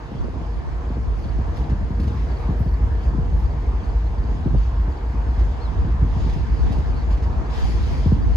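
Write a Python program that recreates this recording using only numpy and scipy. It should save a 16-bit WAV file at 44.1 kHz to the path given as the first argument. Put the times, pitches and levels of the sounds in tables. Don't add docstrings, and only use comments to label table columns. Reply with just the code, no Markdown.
import sys
import numpy as np
from scipy import signal
from scipy.fft import rfft, irfft, next_fast_len
from scipy.io import wavfile
from scipy.ndimage import uniform_filter1d, map_coordinates

SR = 44100
rng = np.random.default_rng(int(sys.argv[2]) if len(sys.argv) > 2 else 0)


def waveform_to_disk(signal):
    frames = np.transpose(np.atleast_2d(signal))
    scaled = np.clip(frames, -1, 1) * 32767
    samples = np.round(scaled).astype(np.int16)
    wavfile.write(sys.argv[1], SR, samples)


def elevation(decibels):
    levels = np.asarray(decibels, float)
    return 10 ** (levels / 20)


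N = 368676
T = np.arange(N) / SR

# f/Hz, correlation [-1..1]
PORT_LIKENESS = [(60, 0.62), (200, 0.94), (690, 0.13), (1030, 0.35), (1500, 0.31), (2750, 0.05),
                 (3300, 0.38), (4000, 0.22), (4650, 0.45), (5400, 0.21), (6400, 0.53), (7200, 0.24),
                 (7700, 0.65), (8700, 0.85), (11500, 0.73), (13000, 0.9)]
# f/Hz, density/dB per Hz
JET_SPECTRUM = [(700, -120), (1200, 2.5), (1800, 2.5), (2500, 1.5), (3300, 2), (4200, -1), (5200, -1.5),
                (5600, -7), (6400, -6.5), (7000, -9.5), (7500, -15.5), (8100, -11.5), (9000, -30),
                (10000, -120)]
# f/Hz, density/dB per Hz
FIZZ_SPECTRUM = [(7000, -120), (8000, -1.5), (8700, 0), (9400, 1), (10200, -1.5), (12200, -3.5),
                 (12900, -15.5), (13600, -35), (14500, -120)]


def unit(x):
    return x / np.sqrt(np.mean(x ** 2) + 1e-20)


def along(points, hz):
    f, v = np.transpose(points)
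    return np.interp(np.log(hz + 1), np.log(f + 1), v)


def curves(rows):
    s, *cols = np.transpose(rows)
    return [np.interp(T, s, c) for c in cols]


def wobble(rate):
    knots = rng.standard_normal(int(N * rate / SR) + 4)
    return map_coordinates(knots, [T * rate])


def filtered(x, response):
    m = next_fast_len(N + SR // 2)
    return irfft(rfft(x, m) * response(np.fft.rfftfreq(m, 1 / SR)), m)[..., :N]


def rush(spectrum, alike, patchy_db):
    z = signal.stft(rng.standard_normal((2, N)), nperseg=512)[2]
    field = uniform_filter1d(rng.standard_normal(z.shape[1:]), size=6, axis=0)
    field = uniform_filter1d(field, size=12, axis=1)
    pair = signal.istft(z * elevation(patchy_db * unit(field)), nperseg=512)[1][:, :N]

    def mid_side(hz):
        angle = np.arccos(np.clip(along(alike, hz), -1, 1)) / 2
        return elevation(along(spectrum, hz)) * [np.cos(angle), np.sin(angle)]

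    mid, side = filtered(pair, mid_side)
    return unit(np.array([mid + side, mid - side]))


def tone(hz, drift, swell_db):
    level_db = swell_db * wobble(1.496) + 2.6 * wobble(7)
    return elevation(level_db) * np.sin(2 * np.pi * (hz * T + rng.random()) + drift * wobble(5.0))


def add(out, s, sound, pan_db, lag=0):
    for side, sign in enumerate((.5, -.5)):
        spot = out[side, round(s * SR) + lag * (1 - side):][:len(sound)]
        spot += elevation(sign * pan_db) * sound[:len(spot)]


def near_engine():
    # crank angle [degrees of 720], level/dB
    cylinders = [(29.9, -9.2), (66.0, -6.8), (109.1, -1.3), (151.8, -5.6), (206.3, -1.8), (256.6, -3.5),
                 (297.6, 2.3), (344.7, -5.9), (404.4, 1.1), (425.6, -1.8), (479.4, -4.1), (532.1, 2.4),
                 (571.6, 2.1), (599.1, -0.3), (644.7, -2.7), (697.7, 1.9)]
    cycle_hz, stack_hz, stack_width_hz = 1.6252, 56, 22
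    degrees, db = np.transpose(cylinders)
    cycles = np.arange(int(N / SR * cycle_hz) + 1)[:, None]
    s = (cycles + degrees / 720) / cycle_hz
    strength = elevation(db + 0.8 * rng.standard_normal(s.shape))
    puffs = np.bincount(np.round(s * SR).astype(int).ravel(), strength.ravel())[:N]

    def stack(f):
        damping = 1j * f * stack_width_hz
        return (damping / (stack_hz ** 2 - f * f + damping)) ** 2

    return unit(filtered(puffs, stack))


def far_engine():
    # order, level/dB
    orders = [(7, -19), (8, 8), (9, -2), (12, -23.5), (14, -24)]
    shaft_hz, start_turns = 6.474, .121
    crank = 2 * np.pi * (shaft_hz * T + start_turns)
    return unit(sum(elevation(db + 1.4 * wobble(1.2)) * np.sin(k * crank + 0.091 * wobble(1.5))
                    for k, db in orders))


def alternator():
    # multiple, level/dB rms
    harmonics = [(2, -55), (3, -70), (4, -52), (5, -63), (6, -60.5), (8, -57.5), (9, -59.5), (10, -68)]
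    base_hz = 116.56
    return sum(elevation(db + 3.5) * tone(base_hz * k, drift=.13 * k, swell_db=1.0) for k, db in harmonics)


def cooling_fans(effort_db):
    # f/Hz, density/dB per Hz
    roar = [(88, -24.5), (150, -5.5), (174, -11.5), (350, -10), (434, -13.5), (472, -10), (521, -17.5),
            (680, -14), (901, -13.5), (1410, -23.5), (1640, -23), (3630, -44), (4590, -43.5), (7930, -51.5),
            (10300, -90), (17400, -120)]
    level_db = -44 + effort_db + 5.0 + 0.69 * wobble(3.5)
    return elevation(level_db) * rush(roar, PORT_LIKENESS, patchy_db=1.66)


def locomotives():
    # t/s, exhaust level/dB, fan effort/dB
    load = [(0.0, -37, 0.5), (0.7, -25, 0), (1.5, -24, 3), (2.3, -23.5, 2.5), (2.8, -21.5, 2),
            (3.6, -22, 1.5), (4.35, -23, 2), (4.6, -20.5, 1.5), (4.96, -21.5, 2.5), (5.35, -20, 3),
            (5.7, -21.5, 3), (6.02, -19, 2.5), (6.5, -22.5, 4.5), (7.15, -21.5, 3), (7.55, -24.5, 4.5),
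            (7.85, -22.5, 2.5), (8.36, -19, 2.5)]
    # f/Hz, density/dB per Hz
    stack_noise = [(15, -29.5), (32, 3.5), (46, 11), (69, 2), (84, -3), (108, -8.5), (200, -37.5),
                   (260, -55), (440, -120)]
    exhaust_db, effort_db = curves(load)
    firing = near_engine() + elevation(-4.5) * far_engine()
    exhaust = elevation(3.5) * unit(firing) + elevation(-6.5) * rush(stack_noise, [(50, 0.95)], patchy_db=2.0)
    return elevation(exhaust_db) * exhaust + alternator() + cooling_fans(effort_db)


def blowers():
    # f/Hz, level/dB rms
    blade_tones = [(105.6, -44), (136.8, -46), (671.5, -63.5), (679, -63.5), (686.5, -64)]
    whine = sum(elevation(db + 2.5) * tone(hz, drift=.7, swell_db=1.0) for hz, db in blade_tones)
    return whine * np.ones((2, 1))


def air_hiss():
    # start t/s, length [s], peak level/dB, fizz over it/dB
    vents = [(1.162, 0.24, -59, -17), (1.514, 0.21, -55.5, -18), (1.927, 0.85, -57.5, -17),
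             (2.997, 0.16, -59, -15), (3.35, 0.14, -60.5, -11), (3.774, 0.27, -64, -23),
             (4.21, 0.3, -60, -26), (4.5, 0.34, -58.5, -22), (5.197, 0.66, -58, -22.5),
             (5.55, 0.6, -60.5, -33), (6.023, 0.66, -51, -25), (6.488, 0.59, -53, -21.5),
             (6.925, 0.23, -57.5, -20), (7.095, 0.088, -53, -19), (7.216, 0.048, -52, -20),
             (7.47, 0.43, -44, -19.5), (7.723, 0.55, -47, -19.5), (8.18, 0.38, -55, -26)]
    rise_share = 0.31
    hiss = elevation(-58.5 + 0.29 * wobble(7.3)) ** 2
    top = hiss * elevation(-20) ** 2
    for s, length, db, fizz_db in vents:
        opening = np.interp((T - s) / length, [0, rise_share, 1], [0, 1, 0])
        flow = (elevation(db) * np.sin(np.pi / 2 * opening) ** 1.27) ** 2
        hiss = hiss + flow
        top = top + flow * elevation(fizz_db) ** 2
    jet = np.sqrt(hiss) * elevation(2.5 + 0.25 * wobble(25)) * rush(JET_SPECTRUM, PORT_LIKENESS, patchy_db=1.67)
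    fizz = np.sqrt(top) * elevation(2.5 + 1.2 * wobble(40)) * rush(FIZZ_SPECTRUM, PORT_LIKENESS, patchy_db=2.5)
    return jet * elevation([[.8], [-.8]]) + fizz


def wind_pressure():
    # t/s, shared level/dB, crosswind over it/dB
    breeze = [(0.0, -56, 14), (0.2, -33.5, 1.5), (0.75, -43.5, 11.5), (1.05, -36.5, 7.5), (1.7, -26, -6.5),
              (1.87, -30.5, -6), (2.15, -22, -11), (2.55, -39.5, 3), (2.9, -26, -8), (3.2, -26, -2),
              (3.9, -31, -3.5), (4.55, -27.5, 1.5), (4.85, -35.5, -7), (5.5, -34, 2), (6.1, -25.5, -3.5),
              (6.7, -29, 6.5), (7.4, -29.5, 4), (8.36, -24, 3)]
    # f/Hz, density/dB per Hz
    shared_spectrum = [(10, -120), (25, -18.5), (50, -10), (72, 4.5), (95, -2), (130, -9), (250, -17.5),
                       (500, -33), (900, -120)]
    # f/Hz, density/dB per Hz
    opposed_spectrum = [(10, -120), (25, -22.5), (45, -6.5), (62, 2), (85, -5), (120, -18), (250, -19),
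                        (500, -40), (900, -120)]
    shared_db, cross_db = curves(breeze)
    opposed_db = shared_db + cross_db + 1.5 * wobble(7.9) + 1.5
    shared_db = shared_db + .8 * wobble(4)
    shared = unit(elevation(2.2 * wobble(16)) * rush(shared_spectrum, [(100, 1.0)], patchy_db=1.0))
    opposed = unit(elevation(2.2 * wobble(12)) * rush(opposed_spectrum, [(100, -0.85)], patchy_db=3.0))
    return elevation(shared_db) * shared + elevation(opposed_db) * opposed


def gust_thump(t, db, sharp):
    turns, t60_s = 2.024, .13
    sweep = np.sin(2 * np.pi * turns * np.log(1 + t * 400 * sharp / turns))
    decay = elevation(db - 60 * t * sharp ** 0.39 / t60_s)
    return -decay * (1 - np.exp(-t * sharp / 0.0076)) * sweep


def gusts():
    # t/s, peak level/dB, sharpness
    head_on = [(0.115, -24, 2.15), (0.147, -21.5, 1), (0.243, -26, 2.9), (0.282, -25.5, 3.2),
               (0.356, -25, 2.4), (0.408, -24.5, 1.12), (0.902, -23, 2), (0.968, -22.5, 2.04),
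               (1.251, -21, 1.34), (1.386, -18, 1.26), (1.578, -23.5, 0.8), (1.644, -36, 0.87),
               (1.699, -22, 1.44), (1.718, -13.5, 0.93), (1.81, -21, 0.89), (1.903, -17, 1.04),
               (1.996, -18, 1.02), (2.488, -10.5, 0.86), (2.602, -9.5, 0.72), (2.659, -13.5, 0.88),
               (3.147, -19, 1.25), (3.182, -12, 1.02), (4.24, -26, 1.67), (4.458, -11.5, 1.15),
               (4.507, -18.5, 0.92), (4.528, -17, 1.0), (4.54, -10.5, 0.83), (4.546, -22.5, 3.7),
               (1.122, -33, 5.0), (8.117, -25.5, 2.96), (5.845, -14, 0.77), (6.019, -9, 0.79),
               (8.058, -8, 1.04), (8.119, -5.5, 1.1)]
    # t/s, peak level/dB, sharpness
    light = [(0.054, -37, 1.47), (0.194, -24, 1.7), (0.523, -39, 1.6), (0.977, -25, 1.8),
             (1.228, -22, 0.95), (1.344, -23, 1.8), (1.608, -17, 1.66), (1.748, -18, 1.26),
             (1.984, -21, 1.4), (2.07, -14.5, 1.23), (2.148, -22, 1.48), (2.239, -28, 1.3),
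             (2.421, -27, 1.77), (2.453, -23, 1.3), (2.504, -15, 1.65), (2.711, -35, 1.3), (3.319, -19, 1),
             (3.404, -31, 1.6), (3.445, -23, 1.3), (3.912, -25, 1.44), (3.996, -25, 0.59),
             (4.316, -23, 1.4), (4.467, -16.5, 1.67), (5.005, -23, 1.46), (5.455, -28, 1.8),
             (5.87, -15, 1.34), (6.063, -23, 1.5), (6.261, -9.5, 1.02), (6.58, -33, 1.2), (6.926, -27, 1.2),
             (7.485, -20, 1.57), (7.663, -31, 1.27), (7.736, -23, 1.12), (8.015, -24, 1.14),
             (8.089, -25, 1.2)]
    # t/s, peak level/dB
    dull = [(4.872, -18), (5.141, -21), (5.693, -25), (6.162, -12.5), (6.359, -17), (6.7, -15.5),
            (6.781, -15), (7.291, -20), (7.391, -24.5), (7.689, -22), (8.164, -14), (1.025, -28),
            (3.71, -26), (3.826, -27), (4.136, -26), (4.675, -27), (5.282, -28), (6.218, -27)]
    # f/Hz, density/dB per Hz
    turbulence = [(60, -120), (110, -5.5), (200, 5.5), (400, -8.5), (650, -14.5), (1100, -120)]
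    blows = head_on + [(s, db - 6.5, sharp) for s, db, sharp in light]
    blows = blows + [(s, db, 0.783) for s, db in dull]
    out, t = np.zeros((2, N)), T[:SR // 8]
    flutter = rush(turbulence, [(200, 0.62)], patchy_db=3.5)
    for s, db, sharp in blows:
        shake = t / .03 * sharp ** 0.24
        swell = elevation(0.56 * db - 19.5) * 4 * shake * np.exp(-3 * shake)
        spot = slice(round(s * SR), round(s * SR) + len(t))
        out[:, spot] += swell[:out[0, spot].size] * flutter[:, spot]
        slap_delay_s, slap_sharp = rng.uniform(.008, 0.02164), sharp * rng.uniform(0.51, 1.0)
        for late, gain_db, edge in ((0, 5, sharp), (slap_delay_s, -3, slap_sharp)):
            thump = gust_thump(t, db + gain_db, edge)
            add(out, s + late, thump, rng.normal(0, 1.2), lag=rng.integers(20))
    return out


def grit():
    # t/s, peak level/dB, treble over it/dB
    scuffs = [(1.186, -45, -20), (1.239, -43, -31), (1.3694, -58, -22), (1.567, -39, -21),
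              (1.694, -40, -25), (1.996, -38, -20), (2.031, -39.5, -20), (2.073, -36, -26),
              (2.251, -55, -38), (2.2994, -57, -21), (3.4, -50, -31), (4.3394, -60, -33), (4.899, -47, -19),
              (5.39, -41, -23), (6.29, -39, -25), (6.329, -38, -24), (6.719, -35.5, -22),
              (6.7786, -43, -20), (7.103, -37.5, -23), (7.125, -46, -28), (7.1705, -39.5, -29),
              (7.233, -44, -38)]
    # t/s, level/dB, length [s]
    spits = [
        (2.523, -64, 0.027),
        (2.575, -55, 0.052),
        (2.622, -64, .06),
        (2.689, -63, 0.058),
        (2.75, -68, .06),
        (2.826, -69, .06),
        (3.03, -73, .04),
        (3.287, -72, .03),
    ]
    # f/Hz, density/dB per Hz
    spark = [(7000, -120), (8500, 1), (10500, -1), (12500, 0), (14500, -9), (15500, -23), (16500, -120)]
    body, top, puffs = np.zeros((3, 2, N))
    t = T[:SR // 15]
    for s, db, top_db in scuffs:
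        swell = elevation(db - 60 * t / 0.12) * (1 - np.exp(-t / 0.0034))
        crackle = elevation(3.2 * rng.standard_normal(len(t))) * rng.standard_normal(len(t))
        scuff = swell * crackle
        add(body, s, elevation(-1.5) * scuff, pan_db=-4.5)
        add(top, s, elevation(top_db + 8.0) * scuff, pan_db=6.0)
    for s, db, length in spits:
        swell = np.sin(np.pi * np.clip(t / length, 0, 1))
        add(puffs, s, elevation(db) * swell * rng.standard_normal(len(t)), pan_db=-2.5)
    layers = ((body, JET_SPECTRUM), (top, FIZZ_SPECTRUM), (puffs, spark))
    return sum(filtered(x, lambda hz: elevation(along(colour, hz))) for x, colour in layers)


def cricket():
    # t/s, peak level/dB
    chirps = [(0.1875, -54), (0.5352, -54.5), (0.8894, -54), (1.236, -51), (1.5834, -55), (1.9494, -57),
              (2.3143, -49.5), (2.6858, -52), (3.0335, -53), (3.456, -52.5), (3.8382, -50.5),
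              (4.1814, -53.5), (4.579, -51), (4.9202, -52), (6.5383, -54), (6.8623, -54), (7.274, -54)]
    stroke_s, lead_in_s, pair_gap_s = .017, .004, .053
    wing_hz, fall_hz_per_s = 4830, 32000
    out, t = np.zeros((2, N)), T[:SR // 40]
    for s, db in chirps + [(s + pair_gap_s, db) for s, db in chirps]:
        swell = np.sin(np.pi * np.clip(t / stroke_s / rng.uniform(.9, 1.1), 0, 1))
        cycles = wing_hz * rng.normal(1, .004) * t - fall_hz_per_s / 2 * t * t * rng.uniform(.9, 1.1)
        stroke = swell * np.sin(2 * np.pi * cycles)
        add(out, s - lead_in_s, elevation(db - 1.7 + rng.normal(0, 0.65)) * stroke, pan_db=-3.0)
    return out


def bird():
    # t/s, f/Hz, level/dB
    calls = [
        [(5.6, 4010, -64), (5.628, 4500, -61), (5.664, 3920, -60), (5.686, 3350, -68), (5.7, 3200, -65)],
        [(3.782, 3740, -68), (3.8, 3420, -67), (3.822, 3100, -61)],
        [(8.24, 3060, -75), (8.266, 3000, -74), (8.276, 3158, -71), (8.29, 3098, -73)],
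        [(6.955, 4250, -70), (6.972, 4450, -62), (6.982, 4680, -62), (6.992, 4400, -62), (7.002, 4100, -68)],
        [(7.458, 4950, -66), (7.467, 4680, -60), (7.478, 4600, -67)],
        [(8.218, 4810, -66), (8.23, 4700, -63), (8.245, 4600, -67)],
    ]
    out = np.zeros((2, N))
    for call, pan_db in zip(calls, (8, 5, 3, 0, 0, 0)):
        start, end = call[0][0], call[-1][0]
        hz, db = curves(call)
        hz = uniform_filter1d(hz, size=int(SR * (end - start) / 6))
        db = db + 1.8 * wobble(130)
        edge = np.clip(np.minimum(T - start, end - T) / .006, 0, 1)
        voice = np.sin(np.pi / 2 * edge) ** 2 * np.sin(2 * np.pi * np.cumsum(hz) / SR)
        out += elevation(db + 8.5 + np.array([[.5], [-.5]]) * pan_db) * voice
    return out


def trills():
    # start t/s, length [s], f/Hz, level/dB
    insects = [(1.964, 0.11, 4440, -60), (2.13, 0.13, 4980, -63), (2.35, 0.21, 4620, -64.5),
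               (6.118, .14, 4570, -63), (6.192, .2, 4990, -64), (6.54, .13, 4590, -61),
               (6.96, 0.075, 4490, -59), (7.01, .03, 4500, -59), (7.12, .025, 4500, -55),
               (7.228, 0.03, 4850, -54), (8.206, .045, 4670, -59), (8.33, .03, 4290, -56)]
    width_hz = 260
    out = np.zeros((2, N))
    for s, length, hz, db in insects:
        t = T[:int(length * SR)]
        window = np.hanning(int(SR / width_hz))[None]
        blur = signal.fftconvolve(rng.standard_normal((2, len(t))), window, "same")
        buzz = unit(blur[0] * np.sin(2 * np.pi * hz * t) + blur[1] * np.cos(2 * np.pi * hz * t))
        add(out, s, elevation(db) * np.sin(np.pi * t / length) ** 2 * buzz, pan_db=-1.0)
    return out


def ports(x):
    # f/Hz, lead of the left port [radians]
    lead = [(120, 0), (1050, -.65), (1400, -2.0), (2250, -.7), (2650, -.6), (2950, 1.6), (3550, 2.0),
            (4400, .6), (5300, 1.4), (5600, 4.1), (6500, 5.9), (7100, 5.6), (7500, 3.6), (8400, 3.14),
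            (9400, 2.8), (11000, 1.6), (11700, 1.0), (12700, .1)]
    hz_points, radians = np.transpose(lead)
    return filtered(x, lambda hz: np.exp(.5j * np.outer([1, -1], np.interp(hz, hz_points, radians))))


def scene():
    yard = locomotives() + blowers() + air_hiss()
    nearby = grit() + cricket() + bird() + trills()
    return ports(yard + nearby) + wind_pressure() + gusts()


def low_pass(x):
    return signal.sosfilt(signal.butter(12, 16000, fs=SR, output="sos"), x)


def record(dry):
    # f/Hz, density/dB per Hz
    high_hiss = [(3000, -120), (7000, -4.5), (8800, 6), (10000, 0.5), (12000, -6), (13300, -8.5),
                 (14000, -16), (14600, -120)]
    cut = filtered(dry, lambda hz: (1j * hz / (30 + 1j * hz)) ** 2)
    hiss = rush(high_hiss, [(9000, 0.97), (10200, .6), (12500, .8)], patchy_db=5.0)
    return low_pass(cut + elevation(-83.5) * hiss)


dry = scene()
out = record(dry)
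waveform_to_disk(out)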